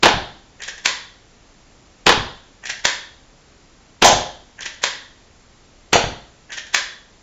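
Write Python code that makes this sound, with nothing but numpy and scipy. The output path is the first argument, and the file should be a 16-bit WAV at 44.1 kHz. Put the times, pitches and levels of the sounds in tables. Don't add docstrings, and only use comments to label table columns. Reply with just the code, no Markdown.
import sys
import numpy as np
from scipy import signal
from scipy.fft import rfft, irfft
from scipy.io import wavfile
from scipy.ndimage import uniform_filter1d

SR = 44100
rng = np.random.default_rng(int(sys.argv[2]) if len(sys.argv) > 2 else 0)


def digitize_waveform(pressure):
    field = np.atleast_2d(pressure).T
    bounded = np.clip(field, -1, 1)
    quanta = np.round(bounded * 32767).astype(np.int16)
    wavfile.write(sys.argv[1], SR, quanta)


N = 318402

# start in seconds, level in dB, crack in dB, wait for the thud in seconds.
SHOTS = [(0.0321, 1, -25, .1097), (2.0662, 0.5, -6.5, 0.11), (4.0226, 1, -5.5, .1068),
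         (5.9307, -1.5, -5, 0.11)]
# impact time in seconds, level in dB, spring ring in dB,
# travel time since letting go in seconds, click of letting go in dB.
SLIDE_SNAPS = [(0.8585, -3.5, -42, 0.017, -6.5), (2.8530, -2.5, -52, 0.011, -2.5),
               (4.8388, -5.5, -37, 0.018, 1.5), (6.746, -3.5, -39, .0155, 1)]
# frequency in Hz, relative level in dB.
SMACK_TONE = [(25, -12), (200, -3.5), (310, -6), (520, 4.5), (680, 3), (950, 7), (1270, -7), (1700, 4),
              (2500, -10.5), (3400, -1.5), (5000, -18), (7400, -31)]
TICK_TONE = [(200, -14), (1200, -23), (2000, -5.5), (2800, -6), (3200, 2.5), (3900, -3), (4900, -2),
             (5700, -0.5), (6050, 3.5), (6300, 0), (6650, 5.5), (7200, -8.5), (7500, 5)]
KNOCK_TONE = [(100, -23), (500, -9), (1000, -7), (1350, -15.5), (1600, 4.5), (1900, 5.5), (2200, -11),
              (2600, -2), (4000, -31), (7500, -36)]
# frequency in Hz, level in dB, time to fade 60 dB in seconds.
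SHELL_MODES = [(1587, -7, 0.066), (1774, -1, .05), (1922, 1.5, 0.048), (2290, 2, .045), (3250, -4, 0.12),
               (6000, 1.5, 0.036), (6720, 5.5, 0.025)]


def amp(db):
    return 10 ** (np.asarray(db) / 20)


def unit_rms(x):
    return x / np.sqrt(np.mean(x ** 2) + 1e-20)


def curve_at(points, hz):
    freqs, values = np.transpose(points)
    return np.interp(np.log(hz + 1), np.log(freqs + 1), values)


def add(mix, start_s, sound):
    start = round(start_s * SR)
    sound = sound[max(-start, 0):]
    part = mix[max(start, 0):][:len(sound)]
    part += sound[:len(part)]


def colour(x, tone, size=4096):
    hz = abs(np.fft.fftfreq(size, 1 / SR))
    rolloff_db = 20 * np.clip(hz / 8000 - 1, 0, 2)
    log_gain = np.log(amp(curve_at(tone, hz) - rolloff_db))
    taps = np.fft.ifft(np.exp(np.conj(signal.hilbert(log_gain)))).real
    return signal.oaconvolve(x, taps / np.linalg.norm(taps))[:N]


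def chatter(envelope):
    x = envelope * rng.standard_normal(len(envelope))
    for _ in range(3):
        white = irfft(np.exp(1j * np.angle(rfft(x))), len(x))
        local_rms = np.sqrt(abs(uniform_filter1d(white ** 2, 64)) + 1e-18)
        x = envelope * white / local_rms
    return x


def blows(rows, decay_s, lead_s, lead_db):
    out, t = np.zeros(N), np.arange(4096) / SR
    run_up = amp(lead_db) * np.maximum(1 - t[::-1] / lead_s, 0) ** 2
    for start, db in rows:
        add(out, start - t[-1], amp(db) * run_up * rng.standard_normal(len(t)))
        add(out, start, amp(db) * chatter(np.exp(-t / decay_s)))
    return out


def ring(rows, modes, detune=0.0056):
    out, t = np.zeros(N), np.arange(SR // 2) / SR
    for start, blow_db in rows:
        for hz, db, t60 in modes:
            cycles = hz * (1 + detune * (2 * rng.random() - 1)) * t + rng.random()
            add(out, start, amp(blow_db + db - 60 * t / t60) * np.sin(2 * np.pi * cycles))
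    return out


def room_tail(build_s=0.0086, mixing_s=0.11):
    # frequency in Hz, time to fade 60 dB in seconds.
    reverb_times = [(60, 0.38), (170, 0.48), (450, 0.47), (1000, 0.47), (1800, 0.52), (2600, 0.41),
                    (3400, 0.56), (5000, 0.46), (7500, 0.36)]
    age = np.arange(SR) / SR
    density = np.clip((age / mixing_s) ** 2, 0.03, 1) / 10
    arrivals = np.diff(np.floor(np.cumsum(density * 2 * rng.random(SR))), prepend=0)
    echoes = arrivals * rng.choice([-1., 1.], SR) / np.sqrt(density)
    hz, t, bands = signal.stft(echoes, SR, nperseg=256)
    fade = amp(-60 * t / curve_at(reverb_times, hz)[:, None])
    tail = signal.istft(bands * fade, SR, nperseg=256)[1][:SR]
    tail *= 1 - np.exp(-(age / build_s) ** 2)
    return tail / np.linalg.norm(tail)


def in_room(x, early, wet_db):
    # delay in seconds, relative gain.
    reflections = [(.0052, 0.32), (.0098, 0.24), (0.0121, 0.36), (0.0258, 0.26), (0.032, 0.3),
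                   (0.0344, 0.14)]
    response = amp(wet_db) * room_tail()
    response[0] += 1
    for delay, gain in reflections:
        add(response, delay, np.array([early * gain]))
    return signal.oaconvolve(x, response)[:N]


def room_tone(level_db=-50.5):
    # frequency in Hz, relative level in dB.
    bed_tone = [(12, -26), (20, 3), (80, -6), (200, -9.5), (269, -10), (344, -11.5), (705, -15.5),
                (798, -16.5), (1100, -18), (1680, -20.5), (1850, -20), (3350, -23), (7400, -23),
                (9620, -56), (16300, -120)]
    gain = amp(curve_at(bed_tone, np.fft.rfftfreq(N, 1 / SR)))
    return amp(level_db) * unit_rms(irfft(rfft(rng.standard_normal(N)) * gain, N))


def piston_slams():
    # frequency in Hz, relative level in dB.
    slam_tone = [(25, -7.5), (100, -8), (250, -2), (430, 3), (640, -7), (850, 3.5), (1200, -3.5),
                 (1400, -0.5), (2100, -4.5), (2500, -1), (3500, -4), (4800, -8), (7400, -21.5)]
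    shots = np.array(SHOTS)
    slam = colour(blows(shots[:, :2], decay_s=0.0049, lead_s=0.0095, lead_db=-14.5), slam_tone)
    crack = colour(blows(shots[:, [0, 2]], decay_s=0.0039, lead_s=0.00092, lead_db=-19), TICK_TONE)
    shell = amp(-23) * ring(shots[:, :2], SHELL_MODES)
    return in_room(slam + crack + shell, early=0.84, wet_db=-1.5)


def pellet_hits():
    # start in seconds, smack in dB, drum note in dB, its ring-time factor,
    # its pitch factor, frame rattle in dB, crack in dB.
    hits = [(.057, 3, 2, 0.68, 1.04, -31, -4), (2.092, 3.5, -4, 0.59, 1.42, -22.5, -1.5),
            (4.0448, 5, 9, 1.01, 1.04, 0.5, -4.5), (5.956, -17.5, 6, 0.33, 0.945, -40, -16.5)]
    # frequency in Hz, level in dB, time to fade 60 dB in seconds.
    panel_modes = [(512.6, -12, 0.069), (620.4, -4.5, 0.084), (681, -2, 0.07), (755.5, -6, 0.099),
                   (840, -10.5, 0.09), (961, -8.5, 0.055), (1660, -29, 0.18)]
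    hits = np.array(hits)
    smack = colour(blows(hits[:, :2], decay_s=0.0043, lead_s=0.00161, lead_db=-10), SMACK_TONE)
    crack = colour(blows(hits[:, [0, 6]], decay_s=0.0016, lead_s=0.001, lead_db=-20), TICK_TONE)
    rattle = colour(blows(hits[:, [0, 5]], decay_s=0.022, lead_s=0.002, lead_db=-24), TICK_TONE)
    drum = sum(ring([(start, db)], np.array(panel_modes) * [pitch, 1, stretch])
               for start, _, db, stretch, pitch, _, _ in hits)
    return (in_room(smack + crack, early=0.72, wet_db=-10.5)
            + in_room(drum, early=0.15, wet_db=-8)
            + in_room(rattle, early=0.38, wet_db=-4))


def dull_thuds():
    # frequency in Hz, relative level in dB.
    thud_tone = [(20, -2.5), (60, 2.5), (125, 1), (200, -5), (400, -16), (1500, -21.5), (7000, -38.5)]
    thuds = [(start + delay, -5.5) for start, _, _, delay in SHOTS]  # seconds, dB
    push = np.zeros(N)
    for start, db in thuds:
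        add(push, start, -amp(db) * np.ones(3))
    tick = amp(-10) * colour(blows(thuds, decay_s=0.0015, lead_s=0.001, lead_db=-19), SMACK_TONE)
    return in_room(colour(push, thud_tone), early=0.8, wet_db=-0.5) + tick


def slide_clicks():
    # start in seconds, take-up trim in dB, stroke time in seconds,
    # rear-stop trim in dB, pause before a faint click in seconds, that click's trim in dB.
    pulls = [(.6040, 1, .0760, 0.5, 0.1, 3), (2.6391, 2.5, 0.056, 3.5, 0.098, -1),
             (4.5910, 1, .0660, 0.5, .088, -4), (6.5040, 1, 0.07, -1, 0.095, 0)]
    # seconds into the pull, body knock in dB, metal tick in dB.
    take_up = [(0, -31.5, -65.5), (0.0172, -29, -26.5), (.0310, -36, -27.5)]
    # seconds after the stop, knock in dB, tick in dB.
    rear_stop = [(0, -35, -25.5), (.0035, -23.5, -26)]
    clicks = []
    for start, pull_db, stroke, stop_db, pause, faint_db in pulls:
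        stop = start + stroke
        clicks.append(np.array(take_up) + [start, pull_db, pull_db])
        clicks.append(np.array(rear_stop) + [stop, stop_db, stop_db])
        clicks.append([stop + pause, faint_db - 37.5, faint_db - 36.5])
    for home, _, _, travel, release_db in SLIDE_SNAPS:
        clicks.append([home - travel, release_db - 35.5, release_db - 34])
    return np.vstack(clicks)


def slide_racking():
    clicks = slide_clicks()
    knocks = colour(blows(clicks[:, :2], decay_s=0.0036, lead_s=0.021, lead_db=-7.5), KNOCK_TONE)
    ticks = colour(blows(clicks[:, [0, 2]], decay_s=0.004, lead_s=0.006, lead_db=-2.5), TICK_TONE)
    shell = amp(-15) * ring(clicks[:, :2], SHELL_MODES)
    return in_room(knocks + ticks + shell + rail_scrape(clicks), early=0.11, wet_db=-5)


def rail_scrape(clicks, rise_s=0.0076, grain_db=4):
    # frequency in Hz, relative level in dB.
    rail_tone = [(200, -17), (1000, -9), (1800, 5.5), (2600, 5), (3600, 5.5), (4900, -3), (5600, 2.5),
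                 (6020, 3), (6300, -13), (6650, -1.5), (7400, -7.5)]
    pressure, t = np.zeros(N), np.arange(SR // 10) / SR
    for start, _, tick_db in clicks:
        add(pressure, start, amp(tick_db) * t / rise_s * np.exp(1 - t / rise_s))
    grains = amp(grain_db * unit_rms(uniform_filter1d(rng.standard_normal(N), size=90)))
    friction = unit_rms(grains * rng.standard_normal(N))
    return amp(-9) * colour(pressure * friction, rail_tone)


def slide_snaps():
    # frequency in Hz, relative level in dB.
    snap_tone = [(60, -25), (200, -22.5), (380, -14.5), (560, -6), (720, -20.5), (950, -1), (1120, -4.5),
                 (1300, -7.5), (1650, -3.5), (1930, 0.5), (2700, -6.5), (3400, -1), (5200, -6), (7400, -7)]
    # frequency in Hz, level in dB, time to fade 60 dB in seconds.
    spring_modes = [(1800, -1, 0.75), (1935, 0.5, 0.67), (1800, -9, .45)]
    snaps = np.array(SLIDE_SNAPS)
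    impacts = snaps[:, :2]
    snap = colour(blows(impacts, decay_s=0.0034, lead_s=0.018, lead_db=-12.5), snap_tone)
    clack = amp(-2) * colour(blows(impacts, decay_s=0.0021, lead_s=0.0029, lead_db=-2.5), KNOCK_TONE)
    shell = amp(-18) * ring(impacts, SHELL_MODES)
    body = in_room(clack + shell, early=0.41, wet_db=-7.5)
    return in_room(snap, early=0.42, wet_db=-3.5) + body + ring(snaps[:, [0, 2]], spring_modes)


def scene():
    return (piston_slams() + pellet_hits() + dull_thuds() + slide_racking() + slide_snaps()
            + room_tone())[None]


def record(dry, headroom=0.75, ceiling=0.73, cutoff_hz=15900):
    # frequency in Hz, gain in dB.
    passband = [(0, 0), (7450, 0), (7750, -45), (8350, -48), (8650, -24), (9000, -28), (9500, -65),
                (22050, -90)]
    hz, db = np.transpose(passband)
    band_gain = amp(np.interp(np.fft.rfftfreq(N, 1 / SR), hz, db))
    overloaded = np.clip(dry, -headroom, headroom)
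    narrow = irfft(rfft(overloaded) * band_gain, N)
    clipped = np.clip(narrow, -ceiling, ceiling)
    low_pass = signal.firwin(511, cutoff_hz, window=("kaiser", 9), fs=SR)
    return signal.oaconvolve(clipped, low_pass[None], "same")


dry = scene()
out = record(dry)
digitize_waveform(out)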